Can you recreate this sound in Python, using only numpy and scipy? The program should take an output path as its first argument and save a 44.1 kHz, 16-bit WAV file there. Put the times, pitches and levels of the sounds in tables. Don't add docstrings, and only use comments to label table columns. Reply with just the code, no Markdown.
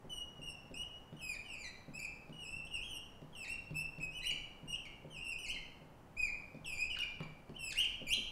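import sys
import numpy as np
from scipy import signal
from scipy.fft import rfft, irfft, next_fast_len
from scipy.io import wavfile
from scipy.ndimage import uniform_filter1d, map_coordinates

SR = 44100
rng = np.random.default_rng(int(sys.argv[2]) if len(sys.argv) > 2 else 0)


def inscribe(sig):
    pcm = np.round(np.clip(np.atleast_2d(sig).T, -1, 1) * 32767)
    wavfile.write(sys.argv[1], SR, pcm.astype(np.int16))


N = 366471

# frequency in Hz, relative level in dB per Hz.
AIR_SPECTRUM = [(35, -30), (60, -1.5), (135, 2), (413, -6), (534, -6), (706, -7.5), (812, -6),
                (1590, -16.5), (2260, -21), (3060, -23), (3510, -30), (6000, -32), (15600, -38)]
# frequency in Hz, relative level in dB per Hz.
RUMBLE_SPECTRUM = [(5.9, -40), (10, 5.5), (20, -1), (90, -15.5), (120, -34), (200, -120)]
# time in seconds, overall level in dB,
# level of the higher modes (the knock) over the low ones (the boom) in dB.
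TAPS = [(0.044, -52, 2.5), (0.392, -49.5, 1.5), (0.497, -65, -16), (0.71, -50, 3.5), (1.126, -45.5, -3.5),
        (1.881, -50.5, 1), (2.294, -46, -2.2), (2.566, -53, -4), (2.907, -62, 2), (3.219, -47, -3),
        (3.708, -41.5, -5.5), (3.983, -46, -1.5), (4.316, -53, -1.5), (4.631, -49, -2.7), (5.047, -48, 1.7),
        (5.545, -60, 4), (5.816, -51.5, -2.5), (6.545, -47, 0), (7.204, -41, -4.5), (7.493, -50, 4.5),
        (8.015, -48.5, 3), (8.176, -53.5, 5.5)]
# frequency in Hz, relative level in dB,
# time to die by 60 dB in seconds.
PANE_MODES = [(120, -8, 0.2), (153.7, -4, 0.55), (170.4, 2.5, 0.11), (222.4, -1, 0.12), (253.6, 1.5, 0.1),
              (297, -5, 0.15), (366, -1, 0.071), (533, 2, 0.044), (590, -1, 0.028)]
# time in seconds, slip rate in Hz,
# grip given as the basic level of overtones 2-3 in dB (before build-up, swerve, flicker and glass).
STROKES = [ (11.1, -13, .01, -1, [(0.095, 3027, -67), (0.138, 2943, -61), (0.18, 2875, -61),
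           (0.21, 2887, -64), (0.235, 2933, -75)]), (11.4, -12, .01, -3, [(0.415, 2733, -68.5),
           (0.45, 2918, -67), (0.5, 2700, -61.5), (0.53, 2720, -67)]),
           (12.4, -12, .02, 8, [(0.74, 2527, -57.5), (0.755, 2720, -64.5), (0.78, 2900, -61),
           (0.825, 2905, -63), (0.84, 3090, -76)]), (12, -12, .03, 0, [(1.165, 2960, -77),
           (1.19, 2910, -79)]), (12.8, -3.5, 0.025, 9, [(1.19, 3180, -76), (1.2, 3070, -73),
           (1.215, 2603, -63.5), (1.272, 2502, -60.5), (1.33, 2380, -61.5)]),
           (15, -6, .25, 0, [(1.331, 2372, -57), (1.342, 2250, -62.5), (1.36, 1690, -66.5)]),
           (14.8, -9.5, 0.113, -3, [(1.44, 3124, -89), (1.49, 2827, -73), (1.537, 2550, -64.5),
           (1.57, 2200, -79), (1.59, 2405, -70), (1.617, 2390, -63.5), (1.637, 2230, -66.5),
           (1.648, 2010, -64), (1.66, 2070, -62), (1.675, 1900, -65.5), (1.69, 2060, -63)]),
           (14.3, -6.5, 0.13, 3.5, [(1.935, 2455, -68), (1.96, 2580, -63.5), (1.985, 2640, -63),
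           (1.993, 2347, -58.5), (2.005, 2373, -61), (2.03, 2610, -62), (2.047, 2644, -64),
           (2.06, 2145, -59)]), (18.8, -11, .05, 3.5, [(2.325, 2940, -74.5), (2.37, 2880, -81),
           (2.398, 2915, -74)]), (14.9, -10, 0.071, 18, [(2.4, 2944, -68), (2.43, 2765, -63.5),
           (2.46, 2520, -64.5), (2.505, 2710, -70), (2.535, 2652, -64.5), (2.57, 2745, -70.5),
           (2.635, 2630, -93)]), (6, -11, 0.27, 10, [(2.645, 2790, -66), (2.66, 2740, -61.5),
           (2.677, 3220, -77)]), (13.5, -9, 0.051, -15, [(2.71, 2944, -76), (2.76, 2728, -61),
           (2.785, 2460, -71), (2.815, 2852, -71), (2.845, 3264, -73.5), (2.88, 3212, -70.5),
           (2.9, 3014, -70), (2.92, 3004, -62), (2.967, 2763, -60), (3.0, 2855, -74)]),
           (12, -9, .03, 11, [(3.325, 3330, -88), (3.345, 3160, -83)]),
           (14.7, -8, .06, 12, [(3.35, 3140, -64), (3.362, 2785, -66.5), (3.42, 2620, -62.5),
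           (3.44, 2488, -62), (3.455, 1843, -69), (3.47, 1942, -74.5), (3.49, 2620, -64),
           (3.515, 2724, -60.5), (3.535, 2740, -61.5)]), (16.7, -3.5, 0.076, 2, [(3.742, 2420, -71),
           (3.759, 2666, -59), (3.792, 2620, -55), (3.819, 2764, -62), (3.829, 2560, -72)]),
           (21, -8, 0.087, 9, [(4.0, 2215, -72), (4.012, 2640, -68), (4.03, 2563, -61.5), (4.05, 2537, -64),
           (4.09, 2553, -85)]), (13, -11, .06, 1.5, [(4.1, 2590, -84), (4.12, 2750, -75),
           (4.155, 3006, -70), (4.185, 2940, -63.5), (4.2, 2310, -70)]),
           (17.2, -7, 0.23, 6, [(4.215, 1933, -77), (4.225, 1980, -67), (4.24, 2055, -59),
           (4.25, 2630, -57.5), (4.275, 2944, -54), (4.3, 2987, -63), (4.31, 2350, -59.5),
           (4.32, 2150, -68)]), (13.15, -13, 0.074, 8, [(4.675, 2796, -65.5), (4.71, 2887, -59.5),
           (4.725, 2870, -55), (4.74, 2580, -63), (4.76, 3220, -67)]),
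           (22.9, -5, 0.28, -1, [(4.853, 2424, -57.5), (4.878, 2080, -91)]),
           (15.3, -12, 0.072, 12, [(5.1, 3184, -81), (5.125, 3050, -73), (5.18, 2486, -65),
           (5.2, 2740, -72), (5.22, 2795, -72.5), (5.238, 2800, -72)]),
           (17.2, -8, 0.11, 3, [(5.24, 2794, -66), (5.26, 2678, -62), (5.28, 2700, -62), (5.3, 2730, -62),
           (5.34, 2466, -61.5)]), (13.6, -10.5, 0.083, 6, [(5.385, 2958, -61.5), (5.43, 2923, -67.5),
           (5.445, 2684, -58), (5.465, 2230, -62), (5.475, 2070, -66), (5.488, 2510, -56.5),
           (5.51, 3010, -59), (5.53, 3170, -72)]), (22.4, -10, 0.036, 0, [(6.165, 2250, -72.5),
           (6.18, 2498, -64), (6.197, 2532, -60.5), (6.225, 2450, -60), (6.25, 2416, -58.5),
           (6.28, 2267, -65.5), (6.295, 1860, -78)]), (14.9, -4, 0.095, 3.5, [(6.645, 3380, -72),
           (6.66, 2750, -63), (6.693, 2587, -59.5), (6.728, 2415, -64), (6.77, 2363, -66)]),
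           (19, -11.5, 0.14, 1, [(6.772, 2363, -60.5), (6.81, 2505, -56), (6.84, 2587, -62),
           (6.86, 2730, -69)]), (21.5, -9, 0.13, -1.5, [(6.9, 3050, -73), (6.93, 2836, -66.5),
           (6.945, 2670, -68)]), (17.8, -15, 0.49, 1, [(6.946, 2640, -64), (6.96, 1754, -59),
           (6.978, 1420, -76.5)]), (20.3, -8, .2, -9, [(6.988, 2932, -60), (7.002, 2850, -62.5),
           (7.013, 2740, -58.5)]), (24.6, -6, 0.24, -4, [(7.024, 2610, -57), (7.03, 2450, -67),
           (7.042, 2365, -64)]), (19.5, -14, .15, 8, [(7.23, 2372, -63.5), (7.25, 2250, -80)]),
           (18.4, -9, .03, 14, [(7.54, 2530, -85), (7.555, 2890, -79), (7.575, 3110, -80)]),
           (10.2, -6.5, .04, -8, [(7.583, 2820, -75), (7.606, 2720, -60.5), (7.661, 2613, -57.5),
           (7.701, 2468, -58), (7.715, 2050, -64.5), (7.731, 1500, -49.5)]),
           (19.5, -7, 0.14, 4, [(7.732, 1504, -70), (7.751, 1817, -62.5), (7.776, 2670, -56),
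           (7.8, 2993, -50), (7.818, 3265, -64), (7.841, 2800, -62), (7.853, 2260, -50.5)]),
           (16.2, -7, 0.24, 3, [(8.066, 2520, -64), (8.091, 2286, -55), (8.11, 2644, -50.5),
           (8.125, 2940, -48), (8.141, 3270, -50)]), ]
HIGH_OVERTONES_DB = [2.5, -2, -7, -20]
# frequency in Hz, gain in dB.
GLASS_RESPONSE = [(1200, 9), (2000, 5.5), (3200, 2.5), (4000, 16), (5200, 3.5), (6500, 7), (8000, 6.5),
                  (10500, 5), (13000, -0.5), (15500, 0.5)]
# time in seconds, bright level in dB, dull level in dB.
TICKS = [(0.7154, -67, -62), (1.128, -72, -59), (2.2952, -64, -63), (3.2166, -66, -69), (3.707, -62.5, -61),
         (3.985, -63, -56), (4.854, -59, -67), (6.546, -65, -69), (6.9882, -43, -53), (7.2048, -59, -44.5),
         (7.2276, -61, -48), (7.494, -62, -56)]
# frequency in Hz, relative level in dB per Hz.
BRIGHT_SPECTRUM = [(2500, -32), (3500, 8), (5000, 7), (8000, -13), (15000, -14)]
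# frequency in Hz, relative level in dB per Hz.
BARREL_SPECTRUM = [(400, -18), (800, 10), (2200, -1), (3500, 1.5), (6000, -39)]
# time in seconds, start frequency in Hz, end frequency in Hz,
# level in dB before the glass, length in seconds.
CHIRPS = [(5.542, 4450, 3940, -60.5, 0.0107), (5.557, 2300, 1960, -47, 0.017),
          (8.141, 3940, 4120, -51.5, .012)]
# frequency in Hz, gain in dB.
WALL_COLOUR = [(300, 5), (3000, 1.5), (5000, -1.5), (8000, -4.5), (15000, -11.5)]
# frequency in Hz, time to die by 60 dB in seconds.
WALL_DECAY = [(150, 0.29), (1800, 0.67), (4750, 0.72), (8000, 0.46), (12500, 0.51)]

AIR_DB = -60
RUMBLE_REST_DB = -68.5
RUMBLE_UNDER_DB, RUMBLE_REFERENCE_DB = -56, -45
RUMBLE_GROWS, RUMBLE_AVERAGE_S = 0.73, 0.079
USUAL_GRIP_DB, USUAL_PITCH_HZ = -62, 2700
BASE_GROWS, BASE_DB_PER_OCTAVE = 0.82, 19.5
HIGH_GROWS = 1.19
BUILD_DB, BUILD_S = 5, 0.013
SWERVE_DB, FULL_SWERVE_HZ_PER_S = 6, 60000
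WAVER, WAVER_RATE = 0.04, 90
TICK_T60_S = 0.02
TOP_HZ = 15740


def amp(db):
    return 10 ** (np.asarray(db) / 20)


def unit(x):
    return x / np.sqrt(np.mean(x ** 2) + 1e-20)


def along(points, hz):
    f, v = np.transpose(points)
    return np.interp(np.log(hz + 1), np.log(f + 1), v)


def wobble(rate):
    knots = rng.standard_normal(int(N * rate / SR) + 4)
    return map_coordinates(knots, [np.arange(N) * rate / SR])


def filtered(x, response):
    m = next_fast_len(N + SR // 2)
    hz = np.fft.rfftfreq(m, 1 / SR)
    return irfft(rfft(x, m) * response(hz), m)[..., :N]


def coloured(x, curve):
    return filtered(x, lambda hz: amp(along(curve, hz)))


def noise(spectrum):
    return unit(coloured(rng.standard_normal(N), spectrum))


def edges(t, length, rise, fall):
    return np.clip(np.minimum(t / rise, (length - t) / fall), 0, 1)


def ventilation():
    return amp(AIR_DB + 0.13 * wobble(3.23)) * noise(AIR_SPECTRUM)


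def rumble(squeak):
    power = uniform_filter1d(squeak ** 2, int(RUMBLE_AVERAGE_S * SR))
    loudness = np.sqrt(np.abs(power)) / amp(RUMBLE_REFERENCE_DB)
    rest = amp(RUMBLE_REST_DB + 2.5 * wobble(6))
    swell = amp(RUMBLE_UNDER_DB) * loudness ** RUMBLE_GROWS
    return (rest + swell) * noise(RUMBLE_SPECTRUM)


def taps():
    out = np.zeros(N + SR)
    t = np.arange(SR // 2) / SR
    attack = 1 - np.exp(-t / 0.0029)
    scatter_db = rng.normal(0, 2.6, (len(TAPS), len(PANE_MODES)))
    for (start, tap_db, knock_db), scatters in zip(TAPS, scatter_db):
        landing = out[round(start * SR):][:len(t)]
        for (hz, mode_db, t60), scatter in zip(PANE_MODES, scatters):
            size_db = tap_db + mode_db + scatter
            if hz > 190:
                size_db += knock_db
            landing += amp(size_db - 60 * t / t60) * attack * np.sin(2 * np.pi * hz * t)
    return out[:N]


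def squeaks():
    out = np.zeros(N)
    drift, jitter, grip_wobble, waver = wobble(120), wobble(900), wobble(250), wobble(WAVER_RATE)
    flicker_db = [3 * wobble(70) for _ in range(len(HIGH_OVERTONES_DB) + 3)]
    for tone_db, high_db, rough, gain_db, path in STROKES:
        s, hz, grip_db = np.transpose(path)
        start, length = s[0], s[-1] - s[0]
        n = np.arange(round(start * SR), round(s[-1] * SR))
        t = n / SR
        pitch = uniform_filter1d(np.interp(t, s, hz), size=300, mode="nearest")
        swerve = np.clip(np.abs(np.gradient(pitch)) * SR / FULL_SWERVE_HZ_PER_S, 0, 1)

        firm_db = np.interp(t, s, grip_db) - USUAL_GRIP_DB
        base_db = tone_db + gain_db * (t - s.mean()) / length + BASE_GROWS * firm_db
        base_db += BASE_DB_PER_OCTAVE * np.log2(pitch / USUAL_PITCH_HZ)
        over_db = firm_db - SWERVE_DB * swerve - BUILD_DB * np.exp(-(t - start) / BUILD_S)
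        high_levels = [high_db + HIGH_GROWS * over_db + db for db in HIGH_OVERTONES_DB]
        levels = [base_db, over_db, over_db] + high_levels

        ragged = np.clip((2000 - pitch) / 500, 0.4 * swerve + rough, 1)
        shake = 0.0015 * drift[n] + WAVER * rough * waver[n] + (0.001 + 0.04 * ragged) * jitter[n]
        pitch = pitch * (1 + shake)
        phase = 2 * np.pi * np.cumsum(pitch) / SR

        tone = np.zeros(len(n))
        for k, db in enumerate(levels, 1):
            level_db = USUAL_GRIP_DB + db
            if k > 1:
                level_db = level_db + flicker_db[k - 1][n]
            below_limit = k * pitch < SR / 2
            tone += amp(level_db) * np.sin(k * phase) * below_limit
        unsteady = amp((0.7 + 9 * ragged) * grip_wobble[n])
        out[n] += unsteady * edges(t - start, length, 0.003, 0.003) * tone
    return coloured(out, GLASS_RESPONSE)


def ticks():
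    bright, dull = np.zeros((2, N + SR))
    t = np.arange(SR // 10) / SR
    fade_db = -60 * t / TICK_T60_S
    for start, bright_db, dull_db in TICKS:
        first = round(start * SR)
        bright[first:][:len(t)] += amp(bright_db + fade_db)
        dull[first:][:len(t)] += amp(dull_db + fade_db)
    return bright[:N] * noise(BRIGHT_SPECTRUM) + dull[:N] * noise(BARREL_SPECTRUM)


def chirps():
    out = np.zeros(N)
    for start, from_hz, to_hz, db, length in CHIRPS:
        t = np.arange(round(length * SR)) / SR
        pitch = from_hz + (to_hz - from_hz) * t / length
        phase = 2 * np.pi * np.cumsum(pitch) / SR
        swell = np.sin(np.pi * t / length)
        out[round(start * SR):][:len(t)] += amp(db) * swell * np.sin(phase)
    return coloured(out, GLASS_RESPONSE)


def near(x, count=10):
    echo = np.zeros(SR // 20)
    delay = rng.uniform(0.0015, 0.022, count)
    echo[(delay * SR).astype(int)] = rng.choice([-1, 1], count) * amp(-60 * delay / 0.29)
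    return signal.fftconvolve(x, echo / np.linalg.norm(echo))[:N]


def room(x):
    hz, t, z = signal.stft(rng.standard_normal(SR), SR, nperseg=256)
    fade = amp(-60 * t / along(WALL_DECAY, hz)[:, None])
    tail = signal.istft(z * fade, SR, nperseg=256)[1]
    delayed = np.pad(x, (200, 0))
    return signal.fftconvolve(delayed, tail / np.linalg.norm(tail))[:N]


def scene():
    boom = taps()
    tip = squeaks() + ticks() + chirps()
    far = coloured(tip, WALL_COLOUR)
    squeak = amp(-1) * tip + amp(-9) * near(far) + amp(-2.5) * room(far)
    landing = boom + amp(-2.5) * room(boom)
    return (squeak + landing + ventilation() + rumble(squeak))[None]


def record(dry):
    return filtered(dry, lambda hz: hz < TOP_HZ)


dry = scene()
out = record(dry)
inscribe(out)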